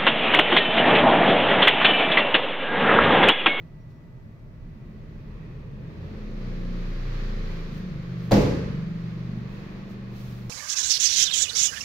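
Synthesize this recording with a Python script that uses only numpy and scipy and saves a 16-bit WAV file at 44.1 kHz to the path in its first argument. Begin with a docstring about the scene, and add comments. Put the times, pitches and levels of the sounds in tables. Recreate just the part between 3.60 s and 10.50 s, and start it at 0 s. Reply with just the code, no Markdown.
"""A bare foot stamps on a foam mat in a hard-walled hall: noise claps, filtered thuds and cloth snaps, floor modes.
Cotton and soles swish as the athlete turns: short strokes of grainy noise.
Outside, a car revs up (tone and noise), then rolls slowly past: orders of a firing rate sinking to idle,
and bands of tyre noise. Gliding hums, a thin whine and two sine chirps join it.
Town rumble, room air and microphone hiss are steady coloured noise."""
import sys
import numpy as np
from scipy import signal
from scipy.fft import rfft, irfft, next_fast_len
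from scipy.io import wavfile
from scipy.ndimage import map_coordinates

SR = 44100
rng = np.random.default_rng(int(sys.argv[2]) if len(sys.argv) > 2 else 0)


def dump(signal):
    """Clip the signal to [-1, 1] and save it as 16-bit WAV at the path in sys.argv[1]."""
    limited = np.clip(np.atleast_2d(signal).T, -1, 1)
    pcm = np.round(limited * 32767).astype(np.int16)
    wavfile.write(sys.argv[1], SR, pcm)


N = 304157

# engine speed as the car rolls past: (time [s], firing rate [Hz])
ENGINE_SPEED = [(2.8, 30.21), (3.0, 29.8), (3.4, 29.18), (3.6, 29.07), (3.8, 28.23), (3.95, 27.7),
                (4.1, 26.84), (4.3, 25.72), (4.52, 24.45), (5.0, 23.51), (5.45, 23.87), (5.75, 24.09),
                (6.35, 24.2), (6.9, 24.28)]
# low rumble spectrum: (frequency [Hz], relative level [dB per Hz])
RUMBLE_SPECTRUM = [(12, -22), (28, 3), (43, 0), (60, -9.5), (82, -1.5), (96, -6), (116, 2), (162, 0),
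                   (190, -11.5), (218, -6), (270, -17.5), (400, -23.5), (800, -84)]


def amp(db):
    """Decibels to gain."""
    return 10 ** (np.asarray(db) / 20)


def unit(x):
    """Scale to rms 1."""
    return x / np.sqrt(np.mean(x ** 2) + 1e-20)


def along(points, hz):
    """(Hz, value) points interpolated on a log frequency axis."""
    f, v = np.transpose(points)
    return np.interp(np.log(hz + 1), np.log(f + 1), v)


def clock():
    """Time of every sample [s]."""
    return np.arange(N) / SR


def curves(rows):
    """One value per sample for each column after the time."""
    s, *cols = np.transpose(rows)
    return [np.interp(clock(), s, c) for c in cols]


def ramp(start_s, length_s):
    """Linear rise from 0 to 1 over length_s."""
    return np.clip((clock() - start_s) / length_s, 0, 1)


def wobble(rate_hz):
    """Smooth random curve with rate_hz knots a second."""
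    knots = rng.standard_normal(int(N * rate_hz / SR) + 4)
    return map_coordinates(knots, [clock() * rate_hz])


def filtered(x, response):
    """Multiply the spectrum of x by a response of frequency."""
    m = next_fast_len(x.shape[-1] + SR // 2)
    spectrum = rfft(x, m) * response(np.fft.rfftfreq(m, 1 / SR))
    return irfft(spectrum, m)[..., :x.shape[-1]]


def diffuse(size):
    """White stereo noise as a room delivers it: alike in the bass, unrelated in the treble."""
    # (frequency [Hz], left-right correlation [0..1])
    likeness = [(60, 0.74), (140, 1), (290, 0.82), (600, 0.43), (1100, 0), (16000, 0.036)]

    def mid_side(hz):
        angle = np.arccos(np.clip(along(likeness, hz), -1, 1)) / 2
        return np.array([np.cos(angle), np.sin(angle)])

    mid, side = filtered(rng.standard_normal((2, size)), mid_side)
    return np.array([mid + side, mid - side])


def noise(spectrum):
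    """Diffuse coloured noise of rms 1."""
    return unit(filtered(diffuse(N), lambda hz: amp(along(spectrum, hz))))


def pulse(spectrum, size=8192):
    """Minimum-phase pulse with this spectrum, energy 1, by folding the cepstrum."""
    cepstrum = irfft(np.log(amp(along(spectrum, np.fft.rfftfreq(size, 1 / SR)))))
    cepstrum[1:size // 2] *= 2
    cepstrum[size // 2 + 1:] = 0
    shape = irfft(np.exp(rfft(cepstrum)))
    return shape / np.linalg.norm(shape)


def convolved(x, response):
    """x through an impulse response, cut to the scene's length."""
    return signal.fftconvolve(np.atleast_2d(x), np.atleast_2d(response), axes=1)[:, :N]


def hall(tail_db, walls, hold_s, build_s, grain_db, size=65536):
    """Direct sound, wall echoes and an uneven tail that builds, holds, then dies band by band."""
    # (frequency [Hz], t60 [s])
    decay = [(60, 1.75), (130, 1.03), (250, 0.87), (500, 0.9), (700, 0.44), (1400, 1.4), (3500, 0.94),
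             (6000, 0.89), (11000, 0.64), (16000, 0.43)]
    hz, t, bands = signal.stft(diffuse(size), SR, nperseg=256)
    fade = amp(-60 * np.maximum(t - hold_s, 0) / along(decay, hz)[:, None])
    tail = signal.istft(bands * fade, SR, nperseg=256)[1]
    tail = tail * (1 - np.exp(-np.arange(size) / SR / build_s))
    tail = tail * amp(grain_db * wobble(400)[:size])
    response = amp(tail_db) * tail / np.linalg.norm(tail[0])
    response[:, 0] += 1
    for delay_s, db in walls:
        arrival_s = np.abs(delay_s + rng.normal(0, 0.00015, 2))  # left and right differ slightly
        response[[0, 1], (arrival_s * SR).astype(int)] += amp(db)
    return response


def stamp():
    """The sole claps on the mat, the weight thuds and rings the floor; the taut uniform cracks."""
    # contacts: (time [s], relative thud [dB], relative clap [dB], relative cloth snap [dB])
    contacts = [(4.711, -15, -5, -22), (4.7142, -20.5, -9, -18), (4.7179, -0.5, -9, -4.5),
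                (4.7202, -6, -11.5, -5.5), (4.779, -3, -11, -18.5)]
    # wall echoes re direct sound: (delay [s], thud level [dB], snap level [dB])
    echoes = [(.009, -5.5, -6), (.022, -14, -0.5), (.031, -13.5, -9), (.05, -24, -7), (.062, -15.5, -18.5),
              (0.1, -30, -6.5)]
    # modes of mat and floor: (frequency [Hz], relative level [dB], t60 [s], rise time constant [s])
    floor_modes = [(45, -22, 0.17, 0.0041), (78.7, -33, 1.19, 0.027), (115.5, -12.5, 0.12, 0.0076),
                   (157, -12, 0.38, 0.045), (203.2, -1, 0.26, 0.063), (265.8, -21, 0.45, 0.0068),
                   (350.6, -31.5, 0.96, 0.0073), (453, -32, 0.32, 0.015), (490, -23.5, 0.61, 0.021),
                   (527, -19.5, 0.37, 0.017), (618, -29, 0.46, .008), (692, -30.5, 0.5, 0.014),
                   (793, -23, 0.11, 0.0014), (1000, -43, 0.76, 0.017)]
    # weight on the mat: (frequency [Hz], relative level [dB per Hz])
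    thud_spectrum = [(18, -17), (35, -8.5), (62, -6.5), (90, -5.5), (120, -1.5), (205, -2), (285, -2.5),
                     (340, -7.5), (440, -2), (535, -4), (620, -8), (740, -14), (830, -14), (1020, -19.5),
                     (1400, -53)]
    # sole on the mat: (frequency [Hz], relative level [dB per Hz])
    clap_spectrum = [(200, -20), (500, 0), (700, 8.5), (1000, -1.5), (1300, -12), (2200, -36)]
    # direct crack of taut cloth at each contact, without hall: (frequency [Hz], relative level [dB per Hz])
    crack_spectrum = [(1500, -25), (2600, 2), (3500, -2), (4500, 13), (5400, -15), (6500, 4), (8000, -26),
                      (13000, -17), (16000, -23)]
    # cloth snap sent into the hall: (frequency [Hz], relative level [dB per Hz])
    snap_spectrum = [(500, -33), (1100, 9.5), (1400, 3), (2200, 4.5), (3100, -0.5), (4600, 0), (6800, -7.5),
                     (8200, -20), (11000, -15), (12500, -11.5), (14500, -16), (16000, -23.5)]
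    clap_t60_s, crack_t60_s = 0.071, 0.016

    blows, claps, cracks, snaps = np.zeros(N), np.zeros(N), np.zeros(N), np.zeros((2, N))
    delays_s, low_db, high_db = np.transpose(echoes)
    for s, thud_db, clap_db, snap_db in contacts:
        age, start = clock() - s, round(s * SR)
        blows[start] = amp(thud_db)
        claps += amp(clap_db - 60 * np.abs(age) / clap_t60_s) * (age >= 0)
        cracks += amp(snap_db - 60 * np.abs(age) / crack_t60_s) * (age >= 0)
        # a fresh random hall tail for each snap keeps the noise smooth
        answer = hall(tail_db=10.5, walls=zip(delays_s, high_db),
                      hold_s=0.012, build_s=0.00074, grain_db=0.3)[:, :N - start]
        snaps[:, start:start + answer.shape[1]] += amp(snap_db) * answer

    thud_hall = hall(tail_db=12.5, walls=zip(delays_s, low_db),
                     hold_s=0.0094, build_s=0.0029, grain_db=0.6)
    thud = convolved(convolved(blows, pulse(thud_spectrum)), thud_hall)
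    clap = claps * noise(clap_spectrum)
    crack = cracks * noise(crack_spectrum)
    snap = convolved(snaps, pulse(snap_spectrum))

    age = np.maximum(clock() - contacts[1][0], 0)  # the floor rings from the second contact
    ring = np.zeros(N)
    for hz, db, t60_s, rise_s in floor_modes:
        envelope = amp(db - 60 * age / t60_s) * (1 - np.exp(-age / rise_s))
        ring += envelope * np.sin(2 * np.pi * hz * age)
    direct = amp(-21.0) * clap + amp(-23.5) * crack
    return direct + amp(4.0) * thud + amp(-5.0) * snap + amp(2.0) * ring


def swishes():
    """Cotton and bare soles rub in short, grainy strokes of noise."""
    # Gaussian strokes: (peak time [s], level [dB], rise sigma [s], fall sigma [s])
    strokes = [(.305, -70.5, 0.0057, 0.023), (3.92, -69, 0.06, 0.044), (4.16, -60, 0.04, 0.044),
               (4.64, -61, 0.037, 0.072), (5.95, -65.5, 0.048, 0.088), (6.305, -59.5, 0.011, 0.026),
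               (6.6, -55, 0.05, 0.21)]
    # cloth friction: (frequency [Hz], relative level [dB per Hz])
    fabric = [(1500, 6), (4000, 7.5), (6500, 1.5), (8200, -8.5), (10000, -3.5), (13000, 2), (16000, -1.5)]
    envelope = np.zeros(N)
    for s, db, rise_s, fall_s in strokes:
        age = clock() - s
        sigma_s = np.where(age < 0, rise_s, fall_s)
        envelope += amp(db) * np.exp(-.5 * (age / sigma_s) ** 2)
    return envelope * amp(0.58 * wobble(120)) * noise(fabric)


def closeness():
    """How near the car is: its tyre-hiss curve in dB re the level at the windows."""
    # (time [s], level [dB])
    passing = [(0.0, -78.5), (0.87, -79.5), (1.7, -70.5), (2.2, -71.5), (2.42, -64.5), (2.87, -59.5),
               (3.58, -56), (3.85, -54.5), (4.25, -59.5), (5.4, -60.5), (6.278, -63), (6.897, -66)]
    window_db = -56.5
    level_db, = curves(passing)
    return level_db - window_db


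def standing_wave(hz, centre_hz, half_width_hz):
    """Resonance gain of a standing wave of the hall for a tone at hz."""
    return 1 / (1 + ((hz - centre_hz) / half_width_hz) ** 2)


def engine(count=27):
    """Firing-rate orders boom as they cross hall resonances, drone at the exhaust, and rasp when near."""
    # booming in the hall: (time [s], level [dB])
    boom_levels = [(2.6, -68), (2.85, -41), (3.15, -45.5), (3.4, -40), (3.8, -39.5), (4.1, -46.5),
                   (4.3, -41.5), (4.52, -36), (4.9, -32.5), (5.15, -51), (5.4, -40.5), (5.7, -35.5),
                   (6.08, -47), (6.35, -44), (6.7, -37.5)]
    # standing waves that the exhaust excites: (centre [Hz], half-width [Hz], relative level [dB])
    boom_modes = [(51.3, 2.5, -14), (70.6, 2.6, -18), (84.5, 1.6, -3.5), (118.2, 4.1, 2.5)]
    # drone along the street: (time [s], level [dB], focus centre [Hz], focus width before widening [Hz])
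    drone_path = [(2.6, -42.5, 210, 68), (2.92, -37.5, 172, 42), (3.15, -36, 193, 58),
                  (3.4, -43.5, 159.9, 53), (3.7, -40, 204, 14), (3.85, -40, 173, 23.8),
                  (4.02, -39.5, 163, 10.3), (4.12, -37.5, 161, 59), (4.24, -34.5, 184, 11),
                  (4.34, -33, 155.5, 10.6), (4.45, -38.5, 155, 25.3), (4.58, -33.5, 171, 16),
                  (4.9, -37.5, 173, 34), (5.17, -30, 169.5, 25), (5.36, -32.5, 173.6, 25),
                  (5.6, -36, 159, 19), (5.76, -35, 178, 36.6), (6.0, -41, 165, 48), (6.3, -40, 197, 15.5),
                  (6.8, -42, 186, 13)]
    # low orders at the exhaust: (frequency [Hz], relative level [dB])
    exhaust_spectrum = [(115, -9), (144, -1), (168, -1), (182, 1.5), (210, -2.5), (238, -1.5), (270, -8.5),
                        (320, -37)]
    # high orders: (frequency [Hz], relative level [dB])
    rasp_spectrum = [(220, -30), (270, -9.5), (298, -11.5), (330, 0.5), (365, 4.5), (415, -2), (455, 4),
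                     (490, -6), (530, 3.5), (570, -2), (610, -16), (670, -26), (750, -10), (800, -27)]
    arrive_s, arrive_rise_s = 2.473, 0.16
    throb_db, throb_grows = -29, 0.6  # at reference closeness; dB per dB of closeness
    rasp_db, rasp_grows = -48.5, 1.57  # likewise
    focus_widening = 1.26
    drone_jitter_rad, drone_drift_db = 0.42, 3.5
    rasp_jitter_rad, rasp_drift_db = 0.7, 3

    firing_hz, = curves(ENGINE_SPEED)
    drone_db, centre_hz, width_hz = curves(drone_path)
    boom_db, = curves(boom_levels)
    phase = 2 * np.pi * np.cumsum(firing_hz * (1 + 0.001 * wobble(12))) / SR
    boom, drone, rasp = np.zeros(N), np.zeros((2, N)), np.zeros((2, N))
    boom_power, drone_power = np.zeros(N), np.zeros(N)
    for k in range(2, count):
        hz = k * firing_hz
        # low orders stay in step; the hall scatters the high ones
        turn = k * phase + .15 * k * rng.normal() + drone_jitter_rad * wobble(9)
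        # high orders differ between the microphones
        apart = np.array([[1], [-1]]) * rng.normal() * (hz / 700) ** 1.18
        drift = wobble(3.3) + .5 * wobble(11)
        rasp_share = amp(along(rasp_spectrum, hz) + rasp_drift_db * drift)
        rasp += rasp_share * np.sin(turn + apart + rasp_jitter_rad * wobble(12))
        if hz.min() < 260:
            resonance = sum(amp(db) * standing_wave(hz, centre, half_width)
                            for centre, half_width, db in boom_modes)
            boom += resonance * np.cos(turn)
            boom_power += resonance ** 2
            # the strongest part of the drone shifts with the car's place in the street
            focus = standing_wave(hz, centre_hz, focus_widening * width_hz)
            share = amp(along(exhaust_spectrum, hz) + drone_drift_db * drift) * focus
            drone += share * np.sin(turn + apart)
            drone_power += share ** 2

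    near_db = closeness()
    # the firing rate itself meets the hall's lowest standing wave
    throb = amp(throb_db + throb_grows * near_db) * standing_wave(firing_hz, 29, 1.8)
    throb = throb * unit(np.sin(phase))
    # dividing by the summed power leaves the level curves in charge
    boom = amp(boom_db) * unit(boom / np.sqrt(boom_power))
    drone = amp(drone_db) * unit(drone / np.sqrt(drone_power))
    rasp = amp(rasp_db + rasp_grows * near_db) * unit(rasp)
    return ramp(arrive_s, arrive_rise_s) * (throb + boom + drone + rasp)


def approaching_car():
    """The car, still far off, revs up from idle; throb, drone and rumble end, and the roar lingers."""
    # (frequency [Hz], relative level [dB per Hz])
    drone_spectrum = [(60, -28), (82, -1), (100, -27), (124, 4.5), (142, -7.5), (160, 6.5), (192, -12.5),
                      (211, -1.5), (224, -25), (270, -18), (385, -21), (412, -7), (440, -29), (550, -75)]
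    # (frequency [Hz], relative level [dB per Hz])
    roar_spectrum = [(150, -14), (240, 1), (330, -1), (400, 4.5), (540, 1.5), (650, -15), (900, -19),
                     (1400, -55)]
    start_s, rise_s, end_s, fall_s = .9, 0.17, 2.78, 0.29
    idle_hz, drive_hz, rev_s = 28, 43.7, 0.712
    drone_swell_s, roar_swell_s = 1.79, 1.92
    roar_end_s, roar_fall_s = 3.66, 0.73

    firing_hz = idle_hz + (drive_hz - idle_hz) * ramp(start_s, rev_s)
    phase = 2 * np.pi * np.cumsum(firing_hz * (1 + 0.022 * wobble(3.2))) / SR
    heard = ramp(start_s, rise_s) * (1 - ramp(end_s - fall_s, fall_s))
    rolling = ramp(start_s, roar_swell_s) * (1 - ramp(roar_end_s - roar_fall_s, roar_fall_s))
    throb = amp(-51.5) * unit(np.sin(phase))
    rumble = amp(-44.5) * noise(RUMBLE_SPECTRUM)
    drone = ramp(start_s, drone_swell_s) * amp(-39.5) * noise(drone_spectrum)
    roar = rolling * amp(-50) * noise(roar_spectrum)
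    return heard * (throb + rumble + drone) + roar


def hums():
    """Single tones of the traffic catch in the hall briefly, gliding as they swell and fade."""
    # (start [s], rise [s], fall [s], start pitch [Hz], glide [Hz per s], level [dB])
    tones = [(1.12, 0.073, 1.1, 213.5, -6.5, -45.5), (2.32, 0.13, 0.15, 81, 12, -41),
             (4.17, .09, 0.13, 215.6, 26, -40), (5.65, 0.092, 0.12, 213.3, 19, -44)]
    out = np.zeros(N)
    for s, rise_s, fall_s, hz, glide, db in tones:
        pitch_hz = hz + glide * np.clip(clock() - s, 0, rise_s + fall_s) + 1.13 * wobble(8)
        envelope = amp(db) * ramp(s, rise_s) * (1 - ramp(s + rise_s, fall_s))
        out += envelope * np.sin(2 * np.pi * np.cumsum(pitch_hz) / SR)
    return out


def street():
    """Tyre noise swells and brightens as the car passes, over tyres down the street and town rumble."""
    # low tyre band: (frequency [Hz], relative level [dB per Hz])
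    roar_spectrum = [(150, -20), (270, 2), (330, 6), (420, 1), (530, -2.5), (650, -6.5), (900, -12),
                     (1400, -57.5)]
    # middle tyre band: (frequency [Hz], relative level [dB per Hz])
    rush_spectrum = [(500, -25), (800, -9), (1120, 4), (1400, 0), (1800, 1.5), (2500, -2), (3100, -10),
                     (4500, -32)]
    # high tyre band: (frequency [Hz], relative level [dB per Hz])
    hiss_spectrum = [(2000, -29), (3100, -0.5), (4300, 1), (5400, -6.5), (6500, -11), (7300, -18),
                     (8200, -47.5), (10000, -27), (13000, -20.5), (16000, -39)]
    # tyres farther down the street: (frequency [Hz], relative level [dB per Hz])
    far_spectrum = [(500, -30), (720, -8), (880, -1), (1100, 4.5), (1480, -16.5), (1900, 2), (2200, -18.5),
                    (2500, 1.5), (2950, -16), (3600, -12), (5000, -46), (8000, -75)]
    # their surges: (time [s], level [dB])
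    surges = [(.9, -79), (1.2, -72), (1.5, -73), (1.72, -61.5), (2.0, -63.5), (2.2, -62), (2.5, -63),
              (3.0, -77), (5.7, -69), (5.9, -56), (6.1, -57), (6.3, -60), (6.9, -63)]
    roar_full_db, roar_db_per_hz = -7, 0.1  # closeness where roar stops growing; loss per Hz of slowing

    near_db = closeness()
    firing_hz, = curves(ENGINE_SPEED)
    slowing_hz = firing_hz.max() - firing_hz
    roar_db = -49 + 1.27 * np.minimum(near_db - roar_full_db, 0) - roar_db_per_hz * slowing_hz
    roar = amp(roar_db) * noise(roar_spectrum)
    rush = amp(-49.5 + 0.83 * near_db) * noise(rush_spectrum)
    hiss = amp(-56 + near_db) * noise(hiss_spectrum)
    tyres = amp(0.65 * wobble(6.6)) * (roar + rush + hiss)
    far_db, = curves(surges)
    far_tyres = amp(far_db + 1.1 * wobble(10)) * noise(far_spectrum)
    return tyres + far_tyres + amp(-43.5) * noise(RUMBLE_SPECTRUM)


def whine(hz=1965):
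    """Thin, nearly steady tone that drops a little in level, lingers and fades away."""
    drop_db, drop_s, drop_takes_s = 3.5, 0.73, .14
    end_s, fall_s = 2.7, 0.7
    level_db = -72 - drop_db * ramp(drop_s, drop_takes_s)
    level = amp(level_db) * (1 - ramp(end_s - fall_s, fall_s))
    phase = 2 * np.pi * np.cumsum(hz + wobble(25)) / SR
    # level and phase waver separately in each channel
    pair = [amp(wobble(6.2)) * np.sin(phase + 0.7 * wobble(2.4)) for _ in range(2)]
    return level * unit(np.array(pair))


def chirps():
    """A distant bird gives two thin, slightly falling notes with Gaussian envelopes."""
    # (peak time [s], pitch [Hz], level [dB], 1/e half-length [s])
    notes = [(0.215, 5640, -77, .022), (.36, 5500, -80, .045)]
    out = np.zeros(N)
    for s, hz, db, length_s in notes:
        age = (clock() - s) / length_s
        pitch_hz = hz * (1 - 0.0046 * np.clip(age, -3, 3) + .012 * wobble(206))
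        out += amp(db) * np.exp(-age ** 2) * np.sin(2 * np.pi * np.cumsum(pitch_hz) / SR)
    return out


def background():
    """Steady air noise of the hall and the microphones' own hiss."""
    # room air: (frequency [Hz], relative level [dB per Hz])
    air = [(150, -16), (270, -3), (400, -3), (520, -8), (640, -5), (760, -17), (910, -10), (1010, -18),
           (1140, -14), (1400, -20), (2400, -29), (3000, -34.5), (6000, -36), (9000, -56.5)]
    # microphone hiss: (frequency [Hz], relative level [dB per Hz])
    self_noise = [(1000, 5.5), (9000, -5.5), (13000, 1.5), (16000, -2.5)]
    return amp(-58.5) * noise(air) + amp(-77.0) * noise(self_noise)


def scene():
    """The athlete in the hall, the street outside and the steady background."""
    athlete = stamp() + swishes()
    outside = engine() + approaching_car() + hums() + street() + whine() + chirps()
    return athlete + outside + background()


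def record(dry):
    """Two microphones with a common treble colour, a left-right imbalance and a steep band limit."""
    # treble colour: (frequency [Hz], gain [dB])
    colour = [(9800, 0.5), (11000, -9.5), (12500, -1)]
    # imbalance: (frequency [Hz], left minus right [dB])
    balance = [(100, 0), (700, -0.5), (2400, -0.5), (4400, -2), (8000, -4.5), (10000, 1), (13000, 4)]
    top_hz = 15750
    tilt = np.array([[.5], [-.5]])

    def response(hz):
        gain_db = along(colour, hz) + tilt * along(balance, hz)
        return amp(gain_db) * (hz < top_hz)

    return filtered(dry, response)


dry = scene()
out = record(dry)
dump(out)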